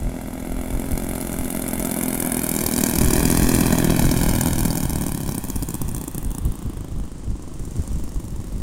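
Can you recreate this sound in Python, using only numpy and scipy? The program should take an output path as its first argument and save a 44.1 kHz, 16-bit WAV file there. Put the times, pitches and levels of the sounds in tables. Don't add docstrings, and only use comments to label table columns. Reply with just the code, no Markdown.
import sys
import numpy as np
from scipy import signal
from scipy.fft import rfft, irfft
from scipy.io import wavfile
from scipy.ndimage import uniform_filter1d, map_coordinates

SR = 44100
rng = np.random.default_rng(int(sys.argv[2]) if len(sys.argv) > 2 else 0)


def store_wav(level_fs):
    pcm = np.round(np.clip(np.atleast_2d(level_fs), -1, 1) * 32767)
    wavfile.write(sys.argv[1], SR, pcm.T.astype(np.int16))


def amplitude_ratio(level_db):
    exponent = np.asarray(level_db, float) / 20
    return 10 ** exponent


N = 380141

# time in seconds, aspect (0 nose-on, 1 abeam, 2 tail-on).
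ASPECT = [
    (0, 0.1),
    (2.2, 0.25),
    (2.8, 0.63),
    (4.9, 1.24),
    (5.4, 1.22),
    (6.4, 1.99),
    (8.62, 1.57),
]
# time in seconds, share (0-1) of crack softened into a long sigh of the rich exhaust.
IDLE = [
    (0, 0),
    (6.7, 0.06),
    (7.3, 0.82),
    (8.62, 0.38),
]


def unit(x):
    return x / np.sqrt(np.mean(x ** 2) + 1e-20)


def curves(rows):
    s, *cols = np.transpose(rows)
    return [np.interp(np.arange(N) / SR, s, c) for c in cols]


def wobble(rate_hz):
    knots = rng.standard_normal(int(N * rate_hz / SR) + 4)
    return map_coordinates(knots, [np.arange(N) * rate_hz / SR])


def coloured(x, points, causal=True):
    m = 2 ** 14
    hz, db = np.transpose(points)
    gain_db = np.interp(np.log(np.fft.rfftfreq(m, 1 / SR) + 1), np.log(hz + 1), db)
    cepstrum = irfft(np.log(amplitude_ratio(gain_db)), m)
    if causal:
        cepstrum[1:m // 2] *= 2
        cepstrum[m // 2 + 1:] = 0
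    kernel = np.roll(irfft(np.exp(rfft(cepstrum)), m), m // 4)[:3 * m // 4]
    y = signal.oaconvolve(x, kernel)[m // 4:][:N]
    return y / np.sqrt(np.abs(uniform_filter1d(y ** 2, size=SR // 3)) + 1e-20)


def turning(x, table, causal=True):
    aspect, rows = curves(ASPECT)[0], np.array(table)
    power = .5 if causal else 1
    y = 0
    for side in range(3):
        share = np.clip(1 - np.abs(aspect - side), 0, 1) ** power
        y = y + share * coloured(x, rows[:, [0, side + 1]], causal)
    return y


def firings(shaft, start_turns, stutter, scatter_db):
    rate_hz = curves(shaft)[0]
    turns = np.cumsum(rate_hz) / SR - start_turns + rate_hz * .0025
    at = np.flatnonzero(np.diff(np.floor(turns)) > 0)
    db = scatter_db * rng.standard_normal(len(at))
    for first_s, last_s, weak_db in stutter:
        spell = np.flatnonzero((at > (first_s - .003) * SR) & (at < last_s * SR))
        db[spell[::2]] += weak_db
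    jitter_s = .00004 * rng.standard_normal(len(at))
    train = np.zeros(N)
    train[np.clip(at + np.round(jitter_s * SR).astype(int), 0, N - 1)] = amplitude_ratio(db)
    return train


def puffs(train, rise_s, t60_s):
    t = np.arange(SR // 5) / SR
    shape = (1 - np.exp(-(t / rise_s) ** 2)) * amplitude_ratio(-60 * t / t60_s)
    return unit(np.abs(signal.fftconvolve(train, shape)[:N]) * rng.standard_normal(N))


def jets(train, peak_s, width_s):
    t = np.arange(SR // 50) / SR
    return np.abs(signal.fftconvolve(train, np.exp(-((t - peak_s) / width_s) ** 2 / 2))[:N])


def mottled(x, patchy_db):
    z = signal.stft(x, nperseg=256)[2]
    patches = uniform_filter1d(rng.standard_normal(z.shape), size=11, axis=0)
    patches = uniform_filter1d(patches, size=4, axis=1)
    y = signal.istft(z * amplitude_ratio(patchy_db * unit(patches)), nperseg=256)[1][:N]
    return unit(y) * np.std(x)


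def balance():
    # time in seconds, nearness as thump level in dB, exhaust aim as spit re thump in dB.
    nearness = [(0, -27.5, -19.5), (.5, -25.5, -17.5), (1.0, -23.5, -12), (1.5, -23.5, -9),
                (2.0, -20.5, -7.5), (2.5, -21.5, -3.5), (3.0, -17.5, -6.5), (3.5, -15, -9),
                (3.9, -14.5, -14), (4.3, -17, -9), (4.8, -21.5, -7.5), (5.2, -25, -9), (5.6, -28, -5),
                (6.3, -31.5, -6.5), (6.8, -34.5, -16.5), (7.3, -37, -23), (7.8, -35, -13.5),
                (8.62, -36.5, -15)]
    # time in seconds, rich jet re lean jet in dB.
    unshaded = [(0, 8), (.5, -3), (1.4, 5), (2.0, -1), (2.9, 0), (3.9, 9), (4.6, 1), (5.15, 1), (5.3, -3),
                (6.2, -3), (6.5, -11), (7.0, -2), (7.6, 6), (8.62, -2)]
    # aspect, bark re thump, low re high spit, boom re thump, rich re lean thump, all in dB.
    sides = [(0, -20.5, -2.5, -8, -8.5), (.3, -13.5, -14.5, -14, -7), (.6, -14.5, -6.5, -10, -3),
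             (1, -14.5, -8, 0.5, -2.5), (1.3, -17, -9, 3, -1.5), (2, -16, -7, 3.5, 0.5)]
    thump_db, aim_db = curves(nearness)
    rich_spit_db = curves(unshaded)[0]
    side, *cols = np.transpose(sides)
    bark_db, low_db, boom_db, rich_db = [np.interp(curves(ASPECT)[0], side, c) for c in cols]
    idle = curves(IDLE)[0]
    high_db = thump_db + aim_db
    bark_db = thump_db + bark_db - 3 * idle
    low_db = high_db + low_db + 14.5 * idle
    flow_db = -10 - 0.49 * (aim_db + 9.5)
    return thump_db, bark_db, low_db, high_db, flow_db, rich_db - 13 * idle, rich_spit_db, boom_db


def silencer_thump(burns, boom_db):
    # frequency in Hz, nose-on, abeam and tail-on gain in dB.
    ring = [(56.6, -33, -37, -29), (146.6, -21, -4.5, -15.5), (206.5, -8, 0.5, 2.5), (253, -1, 0, 3.5),
            (300, -9.5, -2, 0), (369.5, -6, -2.5, -4.5), (431, -20.5, -5.5, -14.5), (615, -14, -14, -28.5),
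            (673, -20.5, -18, -15.5), (1090, -29.5, -31, -21), (2370, -85.5, -88, -101.5)]
    # frequency in Hz, gain in dB.
    airframe = [(30, -21.5), (80, -12), (125, -7.5), (165, -4), (210, -6), (400, -43.5), (1500, -102.5)]
    pressure = burns + 0.4 * puffs(burns, 0.0046, 0.05) + 0.21 * rng.standard_normal(N)
    boom = np.roll(coloured(pressure, airframe), -round(.005 * SR))
    return turning(pressure, ring) + amplitude_ratio(boom_db - 5.0) * boom


def pipe_bark(burns, astern):
    # frequency in Hz, nose-on, abeam and tail-on gain in dB.
    pipe = [(202, -45, -44.5, -46), (404, 8, 2, -3), (620, 4, 9.5, -6), (840, 1.5, -4.5, 1),
            (1190, 2.5, -3, -1), (1530, -2.5, -3.5, -6.5), (2340, -1, -4, -16), (2930, -13, -11, -10.5),
            (3260, -8, -7.5, -7.5), (4420, -25, -11.5, -16.5), (6000, -21, -29, -52),
            (9000, -80, -92, -105)]
    turbulence = 0.91 * puffs(burns, 0.00036, 0.02)
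    x = (1 - 0.5 * astern) * burns + (1 - 0.062 * astern) * turbulence + 1.2 * rng.standard_normal(N)
    return turning(x, pipe)


def gas_spit(rich, spits, astern, low_db, high_db, flow_db):
    # frequency in Hz, nose-on, abeam and tail-on gain in dB.
    low_hiss = [(1990, -42, -74, -41), (3210, -11, -18, -16), (4200, -13, -3.5, -24), (5420, -14.5, 1, -3),
                (7500, -5, 3, 9.5), (7610, -2.5, -3, 7), (9800, -22.5, -37, 8), (12500, -86, -71.5, -43)]
    high_hiss = [(5770, -36, -47.5, -91), (7570, -19, -6, -34), (8300, 0.5, -2, 5), (9800, 3.5, 4, 2),
                 (10300, 9, -4.5, 4), (11600, 2.5, -1, -3.5), (13000, 3, -2.5, 0), (15800, -7, -5, -1),
                 (20300, -10, -4, -8)]
    idle = np.clip(curves(IDLE)[0], 0, 1)
    gate = (1 - astern) * jets(spits, .0023, .0011) + 2.0 * astern * jets(spits, .002, .001)
    gate = gate * (1 - .6 * idle)

    def gas():
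        sigh = 1.8 * idle * puffs(rich, 0.00073, 0.038)
        rush = sigh + 1.16 * puffs(spits, 0.002, 0.11) + amplitude_ratio(0.47 * wobble(30)) * rng.standard_normal(N)
        return gate * mottled(rng.standard_normal(N), patchy_db=2.8) + amplitude_ratio(flow_db - 8) * rush

    low = amplitude_ratio(low_db - 0.5) * turning(gas(), low_hiss, False)
    return low + amplitude_ratio(high_db - 2.0) * turning(gas(), high_hiss, False)


def engines():
    # time in seconds, speed in turns a second.
    lean_shaft = [(0.0, 42.08), (0.45, 42.36), (0.95, 44.75), (1.25, 43.4), (1.8, 43.41), (2.75, 39.95),
                  (3.5, 42.26), (4.25, 40.81), (4.7, 40.65), (4.85, 39.49), (5.25, 34.41), (5.8, 30.71),
                  (6.5, 29.08), (6.9, 25.96), (7.45, 24.66), (7.7, 25.2), (8.1, 24.54), (8.62, 25.3)]
    rich_shaft = [(0.0, 33.11), (0.65, 32.32), (1.1, 34.26), (1.4, 34.12), (2.45, 34.59), (2.7, 35.13),
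                  (3.0, 33.2), (3.4, 34.17), (3.9, 33.46), (4.5, 33.54), (5.05, 31.89), (5.6, 27.03),
                  (5.95, 26.97), (6.6, 25.03), (7.45, 34.77), (7.7, 35.34), (8.1, 37.79), (8.62, 35.52)]
    # start in seconds, end in seconds, weak burn in dB.
    lean_stutter = [
        (4.87, 4.89, -18),
        (5.4, 5.87, -16),
        (5.9, 5.93, -7),
        (6.03, 6.13, -12),
        (6.21, 6.29, -17),
        (6.4, 6.5, -14),
        (6.58, 6.68, -4.5),
    ]
    rich_stutter = [(.05, .56, -14), (.76, 2.76, -17), (2.92, 2.94, -14), (3.22, 3.24, -14),
                    (3.28, 3.3, -7), (3.33, 3.95, -13), (4.07, 5.29, -16), (5.4, 5.43, -16),
                    (5.51, 5.68, -16), (5.77, 6.01, -15), (6.1, 6.13, -15), (6.18, 8.62, -10)]
    thump_db, bark_db, low_db, high_db, flow_db, rich_db, rich_spit_db, boom_db = balance()
    lean = firings(lean_shaft, .028, lean_stutter, scatter_db=1.2)
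    rich = firings(rich_shaft, .102, rich_stutter, scatter_db=1.8)
    burns = unit(lean + amplitude_ratio(rich_db) * rich)
    spits = (lean + amplitude_ratio(rich_spit_db) * rich) / np.maximum(1, amplitude_ratio(rich_spit_db))
    astern = np.clip(curves(ASPECT)[0] - 1, 0, 1)
    thump = amplitude_ratio(thump_db - 5.5) * silencer_thump(burns, boom_db)
    bark = amplitude_ratio(bark_db - 1.5) * pipe_bark(burns, astern)
    return thump + bark + gas_spit(rich, spits, astern, low_db, high_db, flow_db)


def turf(x):
    # time in seconds, echo delay in ms, strength (0-1).
    ground = [(0, 1.52, .57), (1.05, 1.49, 0.51), (1.95, 1.47, 0.58), (2.55, 1.386, 0.59),
              (3.5, 1.268, 0.61), (4.35, 1.393, 0.8), (5.2, 1.34, 0.67), (6.15, 1.23, 0.4),
              (6.8, 1.09, 0.1), (8.62, 1.125, 0.42)]
    hz, t, z = signal.stft(x, SR, nperseg=1024, noverlap=768)
    s, *cols = np.transpose(ground)
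    delay_ms, strength = [np.interp(t, s, c) for c in cols]
    aspect = np.interp(t, *np.transpose(ASPECT))
    corner_hz = np.interp(aspect, [0, 1, 2], [16000, 7000, 9000])
    hz = hz[:, None]
    lead_rad = 1.136 * np.clip(hz / 800, 0, 1)
    phase_rad = lead_rad - 2 * np.pi * hz * delay_ms * 0.00099
    echo = np.clip(strength, 0, 1) / (1 + (hz / corner_hz) ** 2) * np.exp(1j * phase_rad)
    return signal.istft(z * (1 + echo), SR, nperseg=1024, noverlap=768)[1][:N]


def wind():
    # time in seconds, buffet level in dB.
    breeze = [(0, -31), (.3, -36), (.7, -27.5), (2.0, -36.5), (2.85, -33), (3.1, -23), (4.3, -27.5),
              (5.1, -27.5), (5.5, -32.5), (6.9, -33.5), (7.5, -31.5), (8.62, -27.5)]
    # time in seconds, peak in dB, length in seconds.
    gusts = [(.07, -24, 0.035), (0.54, -31, 0.095), (0.75, -26, 0.027), (0.93, -24, 0.032),
             (1.41, -28, .04), (1.77, -33, 0.07), (3.06, -17.5, 0.044), (3.38, -15, 0.048),
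             (3.893, -20, .04), (4.062, -18, .04), (4.295, -17.5, 0.031), (4.544, -23, 0.044),
             (4.69, -24.5, .04), (4.99, -26.5, .05), (5.586, -22, 0.029), (5.872, -20.5, 0.052),
             (6.27, -18.5, 0.023), (6.469, -19.5, 0.033), (6.663, -17.5, 0.013), (6.946, -26.5, 0.093),
             (7.303, -21.5, 0.032), (7.602, -24, 0.017), (7.789, -16, 0.017), (7.947, -24.5, 0.055),
             (8.333, -22, 0.01)]
    # start in seconds, peak in dB, pitch in Hz.
    thuds = [(5.546, -44, 40.4), (5.549, -14, 85.5), (5.673, -29, 170), (5.843, -15, 56.5),
             (6.254, -10, 38.6), (6.65, -8.5, 58.6), (6.807, -18, 93), (6.961, -15, 41.2),
             (7.292, -16, 41.6), (7.593, -23, 40.7), (7.747, -22, 113), (7.79, -6, 72), (7.879, -26, 39.8),
             (8.146, -13, 40.7), (8.317, -17, 60), (8.391, -18, 102)]
    # frequency in Hz, gain in dB.
    buffet = [(10, 2), (25, -5.5), (50, 0.5), (90, -8.5), (160, -12), (300, -25), (600, -41), (2000, -64)]
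    now = np.arange(N) / SR
    power = amplitude_ratio(curves(breeze)[0]) ** 2
    for s, db, length_s in gusts:
        power = power + amplitude_ratio(db) ** 2 * np.exp(-((now - s) / length_s) ** 2)
    x = np.sqrt(power) * amplitude_ratio(2.26 * wobble(18)) * coloured(rng.standard_normal(N), buffet)
    t = np.arange(SR // 12) / SR
    for s, db, hz in thuds:
        swing = -np.sin(2 * np.pi * hz * t) * t * hz * np.exp(-1.6 * t * hz)
        x[round(s * SR):][:len(t)] += (amplitude_ratio(db + 6.5) * swing)[:N - round(s * SR)]
    return x


def field():
    # frequency in Hz, gain in dB.
    open_air = [(180, -23), (300, -7.5), (574, -7.5), (900, -17), (1530, -21), (3640, -26.5), (4670, -23.5),
                (8790, -21.5), (16000, -74)]
    return amplitude_ratio(-49 + 1.1 * wobble(6.9)) * coloured(rng.standard_normal(N), open_air)


def scene():
    return (turf(engines()) + wind() + field())[None]


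def roll_off(x):
    return signal.sosfilt(signal.butter(12, 17000, fs=SR, output="sos"), x)


def record(dry):
    rounded = dry / (1 + np.abs(dry / .74) ** 4) ** (1 / 4)
    top_hz = 15900
    lowpass = 1 / (1 + (np.fft.rfftfreq(N, 1 / SR) / top_hz) ** 120)
    limited = irfft(rfft(rounded) * lowpass, N)
    return roll_off(limited)


dry = scene()
out = record(dry)
store_wav(out)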